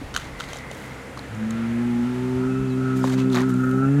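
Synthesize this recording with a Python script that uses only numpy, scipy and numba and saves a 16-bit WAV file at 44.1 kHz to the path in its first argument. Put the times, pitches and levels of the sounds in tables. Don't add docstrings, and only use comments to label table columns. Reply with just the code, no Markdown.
import sys
import numpy as np
from scipy import signal
from scipy.fft import rfft, irfft
from scipy.io import wavfile
from scipy.ndimage import uniform_filter1d
from numba import njit

SR = 44100
rng = np.random.default_rng(int(sys.argv[2]) if len(sys.argv) > 2 else 0)


def to_wav(sig):
    pcm = np.clip(np.atleast_2d(sig), -1, 1) * 32767
    pcm = np.round(pcm).astype(np.int16)
    wavfile.write(sys.argv[1], SR, pcm.T)


def voltage_ratio(level):
    return 10 ** (np.asarray(level, float) / 20)


N = 176400

# t/s, pitch f/Hz, chest level/dB, throat level/dB, nose level/dB, mouth buzz level/dB
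BELLOW = [
    [(1.3, 107, -36, -49, -55, -54), (1.324, 108.4, -34, -46.5, -46.5, -49),
     (1.424, 109.1, -38, -24, -49, -54), (1.548, 113.2, -37, -26, -43, -56),
     (1.838, 119.3, -33, -22.5, -36.5, -51), (2.036, 120.4, -36, -21, -37.5, -59),
     (2.068, 124.6, -31, -23.5, -41, -62), (2.158, 125.2, -30, -27.5, -32, -53.5),
     (2.45, 128.7, -29.5, -24, -27.5, -46)],
    [(2.45, 129, -28.5, -22.5, -30.5, -68), (2.648, 132, -27, -28, -32, -61),
     (2.686, 129.7, -27.5, -26, -32, -50.5), (3.23, 130, -26, -20.5, -30.5, -68),
     (3.382, 127, -29, -20.5, -25.5, -63), (3.594, 128.6, -25.5, -21.5, -36, -45),
     (3.766, 130.4, -26, -21.5, -27.5, -79), (3.878, 137, -21.5, -21, -33, -55),
     (4.0, 145, -17.5, -20.5, -33.5, -50)],
]
ATTACK_S, PITCH_JITTER, SHIMMER_DB = 0.01, 0.0045, 0.38
# t/s, shift f/Hz, half length t/s
PITCH_JOLTS = [
    (3.298, 2, 0.031),
    (3.362, -4, 0.03115),
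    (3.463, 3.5, 0.0361),
    (3.53, -2.2, 0.031),
]
# middle t/s, half length t/s, level/dB
FLUTTER_BURSTS = [(1.95, .1, -46), (2.21, 0.13, -47), (2.42, .03, -37), (2.521, .03, -36),
                  (2.63, 0.053, -33), (2.78, 0.051, -36.5), (2.992, .1, -31.5), (3.172, .03, -28.5),
                  (3.277, 0.048, -27.5), (3.371, .015, -26), (3.406, 0.015, -27.5), (3.525, 0.075, -28),
                  (3.66, 0.045, -37), (3.76, .045, -31), (3.85, .03, -32), (4.9, 0.077, -35)]
# multiple of pitch, level/dB
HALF_LINES = [(.5, -32), (1.5, 0), (2.5, -12), (3.5, -21)]
FLUTTER_PATCH_DB = 1.4
# f/Hz, width f/Hz, level/dB
MOUTH_MODES = [(1336, 80, 20), (1420, 30, -18), (1774, 43, -2), (2575, 100, -1.5)]
FOLD_BREATH, MOUTH_PATCH_DB, PULSE_SCATTER_DB = 0.5, 0.5, 1.8
# middle t/s, half length t/s, level/dB
MOUTH_OPENINGS = [(1.59, .06, -43), (2.07, .05, -46), (2.46, .06, -41), (2.6, .08, -42), (2.885, .1, -36.5),
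                  (3.02, .03, -39), (3.24, .045, -39.5), (3.32, .015, -39), (3.435, .015, -36),
                  (3.465, .012, -39), (3.52, .045, -37), (3.605, .016, -38), (3.645, .013, -37),
                  (3.685, .055, -34), (3.755, .014, -33), (3.787, .014, -33), (3.84, .045, -34),
                  (3.93, .035, -42), (3.98, .015, -41)]
# middle t/s, half length t/s, level/dB
SEVENTH_PARTIAL = (2.08, .36, -47)
# from t/s, to t/s, f/Hz, width f/Hz, level/dB
NASAL_MODES = [(3.72, 4.1, 800, 60, -50), (3.6, 4.1, 545, 80, -48), (3.0, 3.3, 520, 110, -49),
               (3.76, 4.1, 690, 80, -50), (2.48, 2.78, 2600, 110, -53), (3.1, 3.3, 2600, 110, -54),
               (3.84, 4.1, 2620, 110, -51), (3.85, 4.1, 1730, 90, -47)]

# t/s, peak level/dB, ring f/Hz, dull part level/dB
STONE_KNOCKS = [(0.1412, -22.5, 1420, -32), (0.1485, -20.5, 1500, -28), (0.1632, -9.5, 1490, -16),
                (0.174, -19.5, 1290, -26), (0.401, -21.5, 1360, -33), (0.4062, -25, 1390, -24),
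                (0.5318, -21.5, 605, -29), (0.5586, -30, 740, -31.5), (0.7132, -25.5, 583, -29),
                (1.1737, -33, 1160, -28.5), (1.1919, -33, 799, -32.5), (1.5075, -29, 1290, -34),
                (3.0413, -31, 970, -17), (3.096, -26.5, 1000, -33), (3.2014, -37, 1360, -46),
                (3.5019, -38, 1360, -29), (3.54, -50, 1330, -49), (3.712, -35, 1360, -45)]
# f/Hz, width f/Hz, level/dB
STONE_MODES = [(3160, 210, 2.5), (3570, 840, 2), (4320, 82, -3), (6400, 1100, -2.5), (7260, 1500, -16.5),
               (9000, 1100, -6.5), (11900, 4000, -19.5)]
CRACK_DB, DULL_DB, CRACK_S, DULL_S = 3, 5, 0.0025, 0.0013
# start t/s, length t/s, level/dB, brightest f/Hz
HOOF_DRAGS = [(0.151, 0.17, -40, 2980), (0.389, 0.1, -39.5, 3500), (0.478, 0.17, -42.5, 3800),
              (0.708, 0.33, -52.5, 9100), (2.957, 0.091, -47, 9240), (3.028, 0.16, -42, 4927),
              (3.119, 0.034, -40.5, 3400), (3.176, 0.086, -37.5, 2840), (3.314, 0.044, -42, 4750),
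              (3.04, 0.2, -40, 1110), (3.341, 0.11, -29, 1840), (3.487, 0.046, -47.5, 9020),
              (3.31, 0.2, -39.5, 785), (3.546, 0.35, -57, 12000)]
# f/Hz, level/dB
GRAVEL_COLOUR = [(400, 7), (1200, 8.5), (2800, -6.5), (3800, -2.5), (5300, -9), (6600, -4.5), (9500, -12),
                 (15900, -5)]
GRAIN_SPREAD_DB, GRAINS_PER_S, GRAIN_SHARE = 4, 450, 0.45
# t/s, level/dB, ring f/Hz
PEBBLES = [(.229, -41, 2540), (0.4389, -31.5, 3340), (.218, -31, 1480), (0.4812, -39, 4270),
           (.4889, -43, 3540), (0.503, -33, 3240), (.57, -31.5, 6300), (.586, -32.5, 4160),
           (0.7478, -36, 6800), (1.176, -37, 4250), (1.1913, -29, 4140), (1.348, -41.5, 6500),
           (1.5071, -27, 6700), (3.05, -25, 900), (3.059, -32, 1600), (3.076, -27, 1670),
           (3.103, -27, 1550), (3.126, -35, 2160), (3.133, -32, 647), (3.139, -29, 1500),
           (3.1843, -31, 1000), (3.1878, -35, 3090), (3.202, -29, 2570), (3.301, -33, 3550),
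           (3.3253, -31, 3780), (3.326, -40, 6500), (3.3316, -26, 3900), (3.338, -29, 3800),
           (3.3445, -23, 4130), (3.346, -39, 6550), (3.3516, -25, 6500), (3.353, -23, 1720),
           (3.358, -22.5, 3900), (3.367, -23, 2360), (3.372, -18.5, 1740), (3.377, -30, 1140),
           (3.385, -20, 1900), (3.385, -39, 7900), (3.395, -32, 1760), (3.405, -24, 1840),
           (3.412, -25, 1000), (3.418, -29.5, 6140), (3.423, -29, 1650), (3.54, -36, 7460),
           (3.64, -40, 7000), (3.711, -41, 9510)]
PEBBLE_S, PEBBLE_WIDTH, PEBBLE_EDGE_DB = 0.0025, 0.14, -22
# t/s, level/dB, f/Hz, t60 t/s
HOOF_FALLS = [
    (0.014, -16.5, 273, 0.062),
    (0.031, -26, 89, 0.13),
    (2.349, -18, 85.1, 0.094),
    (2.46, -24, 61, 0.1),
    (2.595, -23, 59.3, 0.14),
    (3.042, -4, 523, 0.024),
]
# delay t/s, level/dB
WALL_ECHOES = [
    (.021, -23.5),
    (0.035, -19),
]

# t/s, start f/Hz, end f/Hz, level/dB
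SPARROW_CHIRPS = [
    (2.683, 5700, 3850, -50),
    (3.0, 6400, 4850, -50),
]
CHIRP_S, CHIRP_FALL_S = 0.06, 0.011
WIND_HZ, WIND_DB, WIND_FADE_S = 44, -40, 0.5
# f/Hz, level/dB per Hz
WASH_COLOUR = [(18, -56), (30, -11), (59, -11), (93, 1), (265, 0), (403, -8), (460, -6), (2050, -14.5),
               (15900, -47)]
WASH_DB = -34.5
# t/s, level/dB, treble tilt/dB per octave
TRAFFIC_SWELL = [(0, -0.5, 1.5), (.8, 0, 0.5), (2.2, 0, 1), (4, -0.5, 0.43)]
# f/Hz, width f/Hz, level/dB, peak t/s, lasting t/s
TRAFFIC_DRONES = [(2044, 200, -45, 0.64, 0.47), (475, 70, -47, 1.07, 1.16), (1880, 700, -45, 1.79, 0.45),
                  (6870, 2800, -57.5, 4.7, 6.5), (9940, 4900, -62.5, 3.4, 14), (1610, 470, -50, 1.16, 1.1)]
# multiple of idle f, level/dB
IDLE_LINES = [(1, -49), (2, -47.5), (4, -53.5)]
IDLE_HZ = 64.6
WHINE_HZ, WHINE_DB = 14994, -80
TOP_HZ = 15900


@njit
def svf(x, hz, width):
    y, b, l = np.empty(len(x)), 0., 0.
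    g, k = np.tan(np.pi * hz / SR), width / hz
    for i in range(len(x)):
        v = (b + g * (x[i] - l)) / (1 + g * (g + k))
        b, l, y[i] = 2 * v - b, l + 2 * g * v, k * v
    return y


def ring(x, modes):
    out = 0
    for f, w, db in modes:
        once = svf(x, 1. * f, 1.55 * w)
        out = out + voltage_ratio(db) * svf(once, 1. * f, 1.57 * w)
    return out


def level(x, db):
    return x * voltage_ratio(db) / np.sqrt(np.mean(x ** 2))


def walk(rate):
    k = int(SR / rate)
    held = np.repeat(rng.standard_normal(N)[:N // k + 1], k)
    return 1.471 * uniform_filter1d(uniform_filter1d(held, k), k)[:N]


def colour(x, points):
    hz, db = np.array(points).T
    f = np.arange(N // 2 + 1) * SR / N + 1
    return irfft(rfft(x) * voltage_ratio(np.interp(np.log(f), np.log(hz), db)), N)


def bump(t, mid, half):
    return np.exp(-np.abs((t - mid) / half) ** 3)


def swells(t, events):
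    return sum(voltage_ratio(db) * bump(t, mid, half) for mid, half, db in events)


def partial(phase, k, db):
    return np.sqrt(2) * voltage_ratio(db) * np.sin(2 * np.pi * k * phase + k * k)


def fold_pulses(phase):
    pulses = np.diff(np.floor(phase), prepend=0) * voltage_ratio(PULSE_SCATTER_DB * walk(100))
    breath = np.exp(-(phase % 1) / 1.7) * rng.standard_normal(N)
    return level(pulses, 0) + FOLD_BREATH * level(breath, 0)


def bull(t):
    s, *contours = np.vstack(BELLOW).T
    hz, chest, throat, nose, mouth = [np.interp(t, s, v) for v in contours]
    pitch = hz + sum(shift * bump(t, mid, half) for mid, shift, half in PITCH_JOLTS)
    phase = np.cumsum(pitch * (1 + PITCH_JITTER * walk(45))) / SR

    out = np.zeros(N)
    for k, db in enumerate((chest, throat, nose), 1):
        out += partial(phase, k, db + SHIMMER_DB * walk(23.44))
    halves = sum(partial(phase, k, db + FLUTTER_PATCH_DB * walk(40)) for k, db in HALF_LINES)
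    out += swells(t, FLUTTER_BURSTS) * halves

    folds = fold_pulses(phase)
    buzz = level(ring(svf(folds, 1625.0, 420.0), MOUTH_MODES), 0)
    opening = voltage_ratio(mouth) + swells(t, MOUTH_OPENINGS)
    out += buzz * voltage_ratio(MOUTH_PATCH_DB * walk(21.4)) * opening

    mid, half, db = SEVENTH_PARTIAL
    out += bump(t, mid, half) * partial(phase, 7, db + 2.5 * walk(20))
    for start, end, f, w, db in NASAL_MODES:
        tone = ring(svf(folds, 1. * f, 2. * w), [(f, w, 0)])
        out += level(tone, db) * np.clip(np.minimum(t - start, end - t) / 0.022, 0, 1)
    return out * np.clip((t - s[0]) / ATTACK_S + 1, 0, 1)


def knocks(t):
    crack, dull = np.zeros(N), np.zeros(N)
    noise, u = np.sign(rng.standard_normal(N)), t[:2000]
    for s, db, f, dull_db in STONE_KNOCKS:
        i = int(s * SR)
        crack[i:i + 2000] += voltage_ratio(db + CRACK_DB) * np.exp(-u / CRACK_S) * noise[i:i + 2000]
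        damped = np.e * u / (u + 0.0005) * np.exp(-u / DULL_S)
        dull[i:i + 2000] += voltage_ratio(dull_db + DULL_DB) * damped * np.sin(2 * np.pi * f * u)
    return dull + ring(crack, STONE_MODES)


def scrapes(t):
    size = voltage_ratio(GRAIN_SPREAD_DB * np.minimum(rng.exponential(size=N), 3))
    grains = size * (rng.random(N) < GRAINS_PER_S / SR)
    grains = uniform_filter1d(grains, size=40) * rng.standard_normal(N)
    crunch = GRAIN_SHARE * level(grains, 0) + 0.5 * rng.standard_normal(N)
    crunch = colour(crunch, GRAVEL_COLOUR)
    crunch = signal.sosfilt(signal.butter(2, 11500, fs=SR, output="sos"), crunch)
    out = np.zeros(N)
    for s, length, db, f in HOOF_DRAGS:
        stroke = np.sin(np.pi * np.clip((t - s) / length, 0, 1) ** 0.41)
        out += level(svf(crunch, 1. * f, 1.64 * f), db) * stroke
    return out


def ticks(t):
    out, u = np.zeros(N), t[:900]
    for s, db, f in PEBBLES:
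        i = int(s * SR)
        hit = rng.standard_normal(len(u)) * np.exp(-u / PEBBLE_S)
        tick = svf(hit, 1. * f, PEBBLE_WIDTH * f)
        edge = voltage_ratio(PEBBLE_EDGE_DB) * svf(hit, 6700.0, 6900.0)
        out[i:i + len(u)] += voltage_ratio(db) * (tick / np.abs(tick).max() + edge)
    return out


def wall(feet):
    return sum(voltage_ratio(db) * np.roll(feet, int(s * SR)) for s, db in WALL_ECHOES)


def thuds(t):
    out = np.zeros(N)
    for s, db, f, t60 in HOOF_FALLS:
        u = np.clip(t - s, 0, None)
        out += voltage_ratio(db - 60 * u / t60) * np.sin(2 * np.pi * f * u) * (1 - np.exp(-u / 0.01))
    return out


def sparrows(t):
    out = np.zeros(N)
    for s, f0, f1, db in SPARROW_CHIRPS:
        u = np.clip(t - s, 0, CHIRP_S)
        pitch = f1 + (f0 - f1) * np.exp(-u / CHIRP_FALL_S)
        whistle = np.sin(2 * np.pi * np.cumsum(pitch) / SR)
        out += voltage_ratio(db) * np.sin(np.pi * u / CHIRP_S) ** 0.5 * whistle
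    return out


def wind(t):
    rumble = svf(rng.standard_normal(N), 1. * WIND_HZ, 30.)
    return level(rumble, WIND_DB) * np.exp(-t / WIND_FADE_S)


def traffic(t):
    s, db, treble = np.array(TRAFFIC_SWELL).T
    wash = colour(rng.standard_normal(N), WASH_COLOUR)
    tilt = np.interp(t, s, treble)
    out = 0
    for hz in 32 * 2 ** np.arange(0, 9.2, 0.5):
        out = out + svf(wash, hz, hz / 1.25) * voltage_ratio(1.6 * walk(6.69) + tilt * np.log2(hz / 500))
    out = level(out, WASH_DB - 4) * voltage_ratio(np.interp(t, s, db))
    for f, w, db, peak, lasting in TRAFFIC_DRONES:
        drone = level(ring(rng.standard_normal(N), [(f, w, 0)]), db)
        out += drone * np.exp(-((t - peak) / lasting) ** 2)
    return out


def engine(t):
    turn = np.cumsum(IDLE_HZ * (1 + 0.0204 * walk(8))) / SR
    out = np.zeros(N)
    for k, db in IDLE_LINES:
        out += voltage_ratio(db + 1.2 * walk(19)) * np.sqrt(2) * np.sin(2 * np.pi * k * turn)
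    return out


def whine(t):
    return voltage_ratio(WHINE_DB) * np.sqrt(2) * np.sin(2 * np.pi * WHINE_HZ * t)


def scene():
    t = np.arange(N) / SR
    feet = knocks(t) + scrapes(t) + ticks(t)
    animal = bull(t) + feet + wall(feet) + thuds(t)
    yard = sparrows(t) + wind(t) + traffic(t) + engine(t) + whine(t)
    return (animal + yard)[None]


def low_pass(x):
    return signal.sosfilt(signal.butter(12, 16030, fs=SR, output="sos"), x)


def record(dry):
    steep = signal.ellip(8, 0.2, 60, TOP_HZ, fs=SR, output="sos")
    mix = signal.sosfilt(steep, dry)
    return low_pass(mix)


dry = scene()
out = record(dry)
to_wav(out)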